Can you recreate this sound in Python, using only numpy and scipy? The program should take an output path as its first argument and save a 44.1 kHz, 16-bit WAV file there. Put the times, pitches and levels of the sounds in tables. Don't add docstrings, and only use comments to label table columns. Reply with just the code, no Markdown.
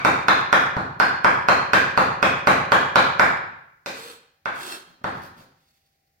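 import sys
import numpy as np
from scipy import signal
from scipy.fft import rfft, irfft, next_fast_len
from scipy.io import wavfile
from scipy.ndimage import uniform_filter1d

SR = 44100
rng = np.random.default_rng(int(sys.argv[2]) if len(sys.argv) > 2 else 0)


def transcribe(signal):
    frames = np.atleast_2d(signal).T
    limited = np.clip(frames, -1, 1)
    pcm = np.round(limited * 32767).astype(np.int16)
    wavfile.write(sys.argv[1], SR, pcm)


N = 273420

# (f/Hz, relative level/dB per Hz)
WET_MEAT = [(200, -21.5), (900, -9), (2000, -5.5), (4500, 0.5), (8000, -12), (15000, -12.5)]


def amp(db):
    return 10 ** (np.asarray(db) / 20)


def unit(x):
    return x / np.sqrt(np.mean(x ** 2) + 1e-20)


def along(points, hz):
    f, v = np.transpose(points)
    return np.interp(np.log(hz + 1), np.log(f + 1), v)


def filtered(x, response):
    n = x.shape[-1]
    m = next_fast_len(n + SR // 10)
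    hz = np.fft.rfftfreq(m, 1 / SR)
    return irfft(rfft(x, m) * response(hz), m)[..., :n]


def coloured(x, spectrum):
    return unit(filtered(x, lambda hz: amp(along(spectrum, hz))))


def causal(gain):
    cepstrum = irfft(np.log(np.maximum(gain, 1e-6)))
    half = len(cepstrum) // 2
    cepstrum[1:half] *= 2
    cepstrum[half + 1:] = 0
    return irfft(np.exp(rfft(cepstrum)))


def add(track, s, sound):
    part = track[..., max(round(s * SR), 0):][..., :sound.shape[-1]]
    part += sound[..., :part.shape[-1]]


def gritty(n, grit_db, rate):
    knots = rng.standard_normal(SR)
    level = np.interp(np.arange(n) * rate / SR, np.arange(SR), knots)
    return unit(rng.standard_normal(n) * amp(grit_db * level))


def diffuse(pair):
    # (f/Hz, correlation -1..1)
    alike = [(60, 0.99), (180, 0.95), (350, 0.88), (700, 0.28), (1300, -0.34), (2500, 0.25), (8000, -0.28)]

    def mid_and_side(hz):
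        turn = np.arccos(np.clip(along(alike, hz), -1, 1)) / 2
        return np.array([np.cos(turn), np.sin(turn)])

    mid, side = filtered(pair, mid_and_side)
    return np.array([mid + side, mid - side])


def reflections(build=0.0012, hold=0.029, sparse_db=3, sparse_time=0.055):
    # (f/Hz, t60/s)
    kitchen = [(80, 0.94), (200, 0.62), (550, 0.6), (1500, 0.74), (4000, 0.67), (7000, 0.53), (14000, 0.26)]
    t = np.arange(SR) / SR
    unevenness_db = sparse_db * np.exp(-t / sparse_time) * rng.standard_normal((2, SR))
    echoes = rng.standard_normal((2, SR)) * amp(unevenness_db)
    echoes *= 1 - np.exp(-(t / build) ** 2)
    hz, age, z = signal.stft(echoes, SR, nperseg=256)
    z = z * amp(-60 * np.maximum(age - hold, 0) / along(kitchen, hz)[:, None])
    tail = signal.istft(z, SR, nperseg=256)[1][:, :SR]
    spectrum = rfft(tail, 2 * SR)
    smooth = np.sqrt(np.abs(uniform_filter1d(np.abs(spectrum) ** 2, size=160, axis=1)))
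    return diffuse(irfft(spectrum / smooth)[:, :SR])


def standing_waves(level_db=-61, build=0.036):
    # (f/Hz, relative level/dB, t60/s)
    modes = [(100, -12, 0.48), (118.4, -9.5, .75), (160.4, -4.5, 0.81), (286, -5.5, 0.55), (533, 2, 0.26),
             (774, 4.5, 0.56), (900, 3, .7), (1014, -1, .7), (1101, 5, 0.45), (1306, -2, .7)]
    t = np.arange(SR) / SR
    waves = np.zeros((2, SR))
    for hz, db, t60 in modes:
        phase = rng.uniform(0, 2 * np.pi, (2, 1))
        waves += amp(db - 60 * t / t60) * np.sin(2 * np.pi * hz * t + phase)
    return diffuse(amp(level_db) * waves * (1 - np.exp(-t / build)))


def in_kitchen(sound, walls, wet_db, change=0.09, lag=0.00038):
    # (delay left/s, delay right/s, level re direct/dB)
    near = [(.0015, 0.00085, -4.5), (.0086, 0.009, -7.5), (.0176, 0.024, -7.5), (.0241, 0.027, -8)]
    response = amp(wet_db) * (np.sqrt(1 - change) * walls + np.sqrt(change) * reflections())
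    direct = (lag, 0, 0)
    for left, right, db in [direct] + list(near):
        response[[0, 1], [round(left * SR), round(right * SR)]] += amp(db)
    return signal.fftconvolve(sound[None], response, axes=1)


def through_blade(force, ring_db, vary_db=2):
    # (f/Hz, relative level/dB, t60/s)
    tones = [(2700, -5.5, .16), (3140, -4, 0.16), (3210, -1, .18), (3690, 0, 0.12), (4320, 4, .17),
             (5340, 3.5, 0.12), (6500, -5, 0.17), (8040, 4.5, 0.24), (8730, 0, .15), (9200, -4.5, .12)]
    t = np.arange(SR // 4) / SR
    ring = np.zeros(len(t))
    for hz, db, t60 in tones:
        strength_db = db + vary_db * rng.standard_normal()
        shifted_hz = hz * (1 + .015 * rng.standard_normal())
        ring += amp(strength_db - 60 * t / t60) * np.cos(2 * np.pi * shifted_hz * t)
    ring *= amp(ring_db)
    ring[0] += 1
    return signal.fftconvolve(force, ring)


def blow(thud_db, knock_db, edge_db, wood_db, vary_db=2.76, crunch_db=6, crunch_time=0.0039, size=4096):
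    registers = [130, 310, 1400, 2300, 4500]
    # (f/Hz, relative level/dB per Hz)
    chop = [(40, -24), (64, -18), (82, -6), (120, -3.5), (165, -2.5), (230, -10), (400, -9.5), (600, -5.5),
            (1000, 1), (1500, -1), (1900, -7), (3000, -20), (5000, -25.5), (7500, -38), (15000, -55.5)]
    # (f/Hz, width/Hz, lift/dB)
    board = [(300, 19, 1.5), (552, 88, 4), (931, 92, -0.5), (1560, 250, 3), (2385, 350, 6.5),
             (3510, 420, 4.5), (4080, 470, 5.5), (5330, 580, 1)]
    hz, t = np.fft.rfftfreq(size, 1 / SR), np.arange(size) / SR

    def peak(centre, width):
        return 1 / (1 + (2 * (hz - centre) / width) ** 2)

    rings_db = wood_db * peak(1450, 550)
    for f, width, lift_db in board:
        shift = 1 + .025 * rng.standard_normal()
        rings_db += (lift_db + vary_db * rng.standard_normal()) * peak(f * shift, width)
    bite_db = -.2 + .62 * edge_db - .4 * thud_db
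    contact_db = along(list(zip(registers, [thud_db, knock_db, 0, bite_db, edge_db])), hz)
    pulse = causal(unit(amp(along(chop, hz) + rings_db)) * amp(contact_db))
    crunch = np.diff(rng.standard_normal(size) * np.exp(-t / crunch_time), prepend=0)
    force = amp(crunch_db) * crunch / np.linalg.norm(crunch)
    force[0] += 1
    return through_blade(signal.fftconvolve(force, pulse)[:size], ring_db=-52.5)


def earlier_blow(walls, before=0.092, level_db=8):
    whole = amp(level_db) * in_kitchen(blow(0, 0, 0, 0), walls, wet_db=1.5)
    ring = whole[:, round(before * SR):]
    return np.pad(ring, ((0, 0), (0, N - ring.shape[1])))


def background(air_db=-72):
    # (f/Hz, relative level/dB per Hz)
    air = [(18, -41.5), (30, -3.5), (70, 2), (345, -10), (584, -8.5), (760, -9.5), (937, -22.5), (1960, -8),
           (3140, -19.5), (4780, -13.5), (8080, -21), (9710, -22), (16000, -13.5)]
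    # (f/Hz, level/dB rms)
    hum_tones = [(85, -85.5), (147, -86), (640, -93), (738, -90), (787, -82)]
    t = np.arange(N) / SR
    hum = np.zeros((2, N))
    for hz, db in hum_tones:
        hum += amp(db) * np.sqrt(2) * np.sin(2 * np.pi * (hz * t + rng.random((2, 1))))
    hiss = coloured(diffuse(rng.standard_normal((2, N))), air)
    return amp(air_db) * hiss + diffuse(hum)


def struck(hz, t60, attack):
    t = np.arange(SR // 4) / SR
    return np.sin(2 * np.pi * hz * t) * amp(-60 * t / t60) * (1 - np.exp(-t / attack))


def squelch(rise=.012, length=0.14):
    # (f/Hz, relative level/dB per Hz)
    spray = [(1000, -18.5), (3000, 2.5), (5000, 5), (7500, 0), (10000, -12), (15000, -11.5)]
    t = np.arange(SR // 5) / SR
    crackle = np.array([gritty(len(t), grit_db=4, rate=500) for channel in range(2)])
    return coloured(crackle, spray) * (1 - np.exp(-t / rise)) * np.exp(-(t / length) ** 2)


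def chopping(walls, lead=0.0063, slice_db=-48, spray_db=-55, tick_db=-28.5, clack_db=-19.0,
             thump_db=-33, thump_growth=2.8):
    # (t/s, blow level/dB, cushioning by the meat/dB, steel edge/dB)
    blows = [(0.0492, 8, -2.5, 0.5), (0.2838, 10, -6, -2), (0.528, 10, -6, -1), (0.767, -3.5, 10, -5.5),
             (1.0, 8, -3.5, -1.5), (1.246, 9, -2.5, -4.5), (1.486, 9, -3.5, -2), (1.7339, 8, -1, 4),
             (1.9759, 8, 0, -2.5), (2.2277, 7.5, -1.5, -0.5), (2.472, 8.7, 0, 1.3), (2.7199, 9.5, -4, -1.5),
             (2.9577, 10.4, -4.5, -1.5), (3.196, 10.3, -5, -1.3), (3.8607, -13, 1, 17.5),
             (4.4577, -3, -6.5, -5), (5.043, -3.8, 4.5, -2.5)]
    track = np.zeros((2, N))
    for s, db, cushion_db, edge_db in blows:
        knock_db = 5.8 + .65 * cushion_db + .45 * edge_db
        wood_db = 2 + 0.53 * rng.standard_normal()
        sound = blow(cushion_db, knock_db, edge_db, wood_db)
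        add(track, s, amp(db) * in_kitchen(sound, walls, wet_db=10.0))
        spot = np.exp(.08 * rng.standard_normal())
        tick = amp(tick_db + (edge_db - cushion_db) / 2) * struck(hz=5000 * spot, t60=0.0068, attack=.0003)
        thump = amp(thump_db + thump_growth * cushion_db) * struck(hz=142, t60=0.016, attack=0.0026)
        clack = amp(clack_db + wood_db) * struck(hz=1476, t60=0.021, attack=0.00017)
        add(track, s, amp(db) * (tick + clack + thump))
        add(track, s, amp(db + edge_db + spray_db) * squelch())
        hiss = coloured(rng.standard_normal((2, round(lead * SR))), WET_MEAT)
        add(track, s - lead, amp(db + slice_db) * hiss * np.linspace(0, 1, hiss.shape[1]))
    return track


def swell_and_fade(t, rise, length, fade_db_per_s):
    swell = np.sin(np.pi / 2 * np.minimum(t / rise, 1)) ** 2
    return swell * amp(-fade_db_per_s * np.maximum(t - length, 0))


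def moan(pitch, width_hz=38):
    n = len(pitch)
    sway = unit(filtered(rng.standard_normal((2, n)), lambda hz: 1 / (1 + (hz / width_hz) ** 2)))
    phase = 2 * np.pi * np.cumsum(pitch) / SR
    return unit((1 + sway[0]) * np.cos(phase) + sway[1] * np.sin(phase))


def scraping(walls, press_s=0.13, lift_db_per_s=279, gather_db_per_s=41,
             moan_rise_s=.2, moan_fade_db_per_s=140, moan_bend=.12):
    # (start t/s, length/s, rub level/dB, meat under the blade/dB, moan f/Hz, moan level/dB)
    sweeps = [(3.868, 0.25, -48, -10.5, 471.6, -50.5), (4.512, 0.23, -42, -6.5, 376, -50.5)]
    # (f/Hz, relative level/dB per Hz)
    steel_on_wood = [(40, -30), (120, -19.5), (280, 1.5), (800, 2), (1500, 7), (2100, -3), (3200, 2),
                     (4300, 1.5), (5500, -6), (7000, -5), (10000, -8), (15000, -15)]
    track = np.zeros((2, N))
    t = np.arange(SR // 2) / SR
    for s, length, rub_db, meat_db, moan_hz, moan_db in sweeps:
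        pressure = swell_and_fade(t, press_s, length, lift_db_per_s)
        judder = gritty(len(t), grit_db=3, rate=400)
        rub = coloured(judder, steel_on_wood)
        low = filtered(rub, lambda hz: 1 / (1 + (hz / 1400) ** 2))
        gathered = amp(meat_db + gather_db_per_s * t) * low
        rub = amp(rub_db) * pressure * (rub - low + gathered)
        add(track, s, in_kitchen(through_blade(rub, ring_db=-46), walls, wet_db=-6.5))
        chatter = swell_and_fade(t, moan_rise_s, length, moan_fade_db_per_s)
        pitch = moan_hz * (1 - moan_bend * np.maximum(1 - t / moan_rise_s, 0))
        add(track, s, amp(moan_db) * chatter * moan(pitch))
    return track


def patting(walls):
    # (loudest t/s, length/s, level/dB, wet smack re push/dB)
    pats = [(4.898, .06, -62, -9), (5.019, .012, -57, -26), (5.171, .06, -47, -17), (5.245, .04, -54, -3),
            (5.399, .045, -55, -5)]
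    # (f/Hz, relative level/dB per Hz)
    soft_push = [(40, -17), (90, -6), (170, -0.5), (300, -3.5), (600, -6), (1400, -11), (2300, -18.5),
                 (8000, -56.5)]
    track = np.zeros((2, N))
    t = np.arange(-SR // 5, SR // 5) / SR
    for s, length, db, smack_db in pats:
        push = coloured(rng.standard_normal(len(t)), soft_push)
        smack = coloured(gritty(len(t), grit_db=5, rate=600), WET_MEAT)
        swell = amp(db) * np.exp(-2 * (t / length) ** 2)
        add(track, s + t[0], in_kitchen(swell * (push + amp(smack_db) * smack), walls, wet_db=1.0))
    return track


def peeling(walls, peak_s=5.62, level_db=-70.5, rise=0.1, fade_db_per_s=38.5):
    t = np.arange(SR) / SR
    rustle = coloured(gritty(len(t), grit_db=4, rate=90), WET_MEAT)
    rustle = amp(level_db) * rustle * swell_and_fade(t, rise, rise, fade_db_per_s)
    track = np.zeros((2, N))
    add(track, peak_s - rise, in_kitchen(rustle, walls, wet_db=-9.5))
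    return track


def scene():
    # (f/Hz, gain/dB)
    left_port = [(4500, 1.5), (6500, 0.5), (9000, -6), (15000, -0.5)]
    right_port = [(700, 1.5), (1300, 2.5), (4500, 1.5), (15000, 8)]
    walls = reflections() + standing_waves()
    work = earlier_blow(walls) + chopping(walls) + scraping(walls) + patting(walls) + peeling(walls)
    heard = filtered(work, lambda hz: amp([along(left_port, hz), along(right_port, hz)]))
    return heard + background()


def record(dry, top_hz=15900):
    rounded = dry / (1 + np.abs(dry) ** 6) ** (1 / 6)
    return filtered(rounded, lambda hz: hz < top_hz)


dry = scene()
out = record(dry)
transcribe(out)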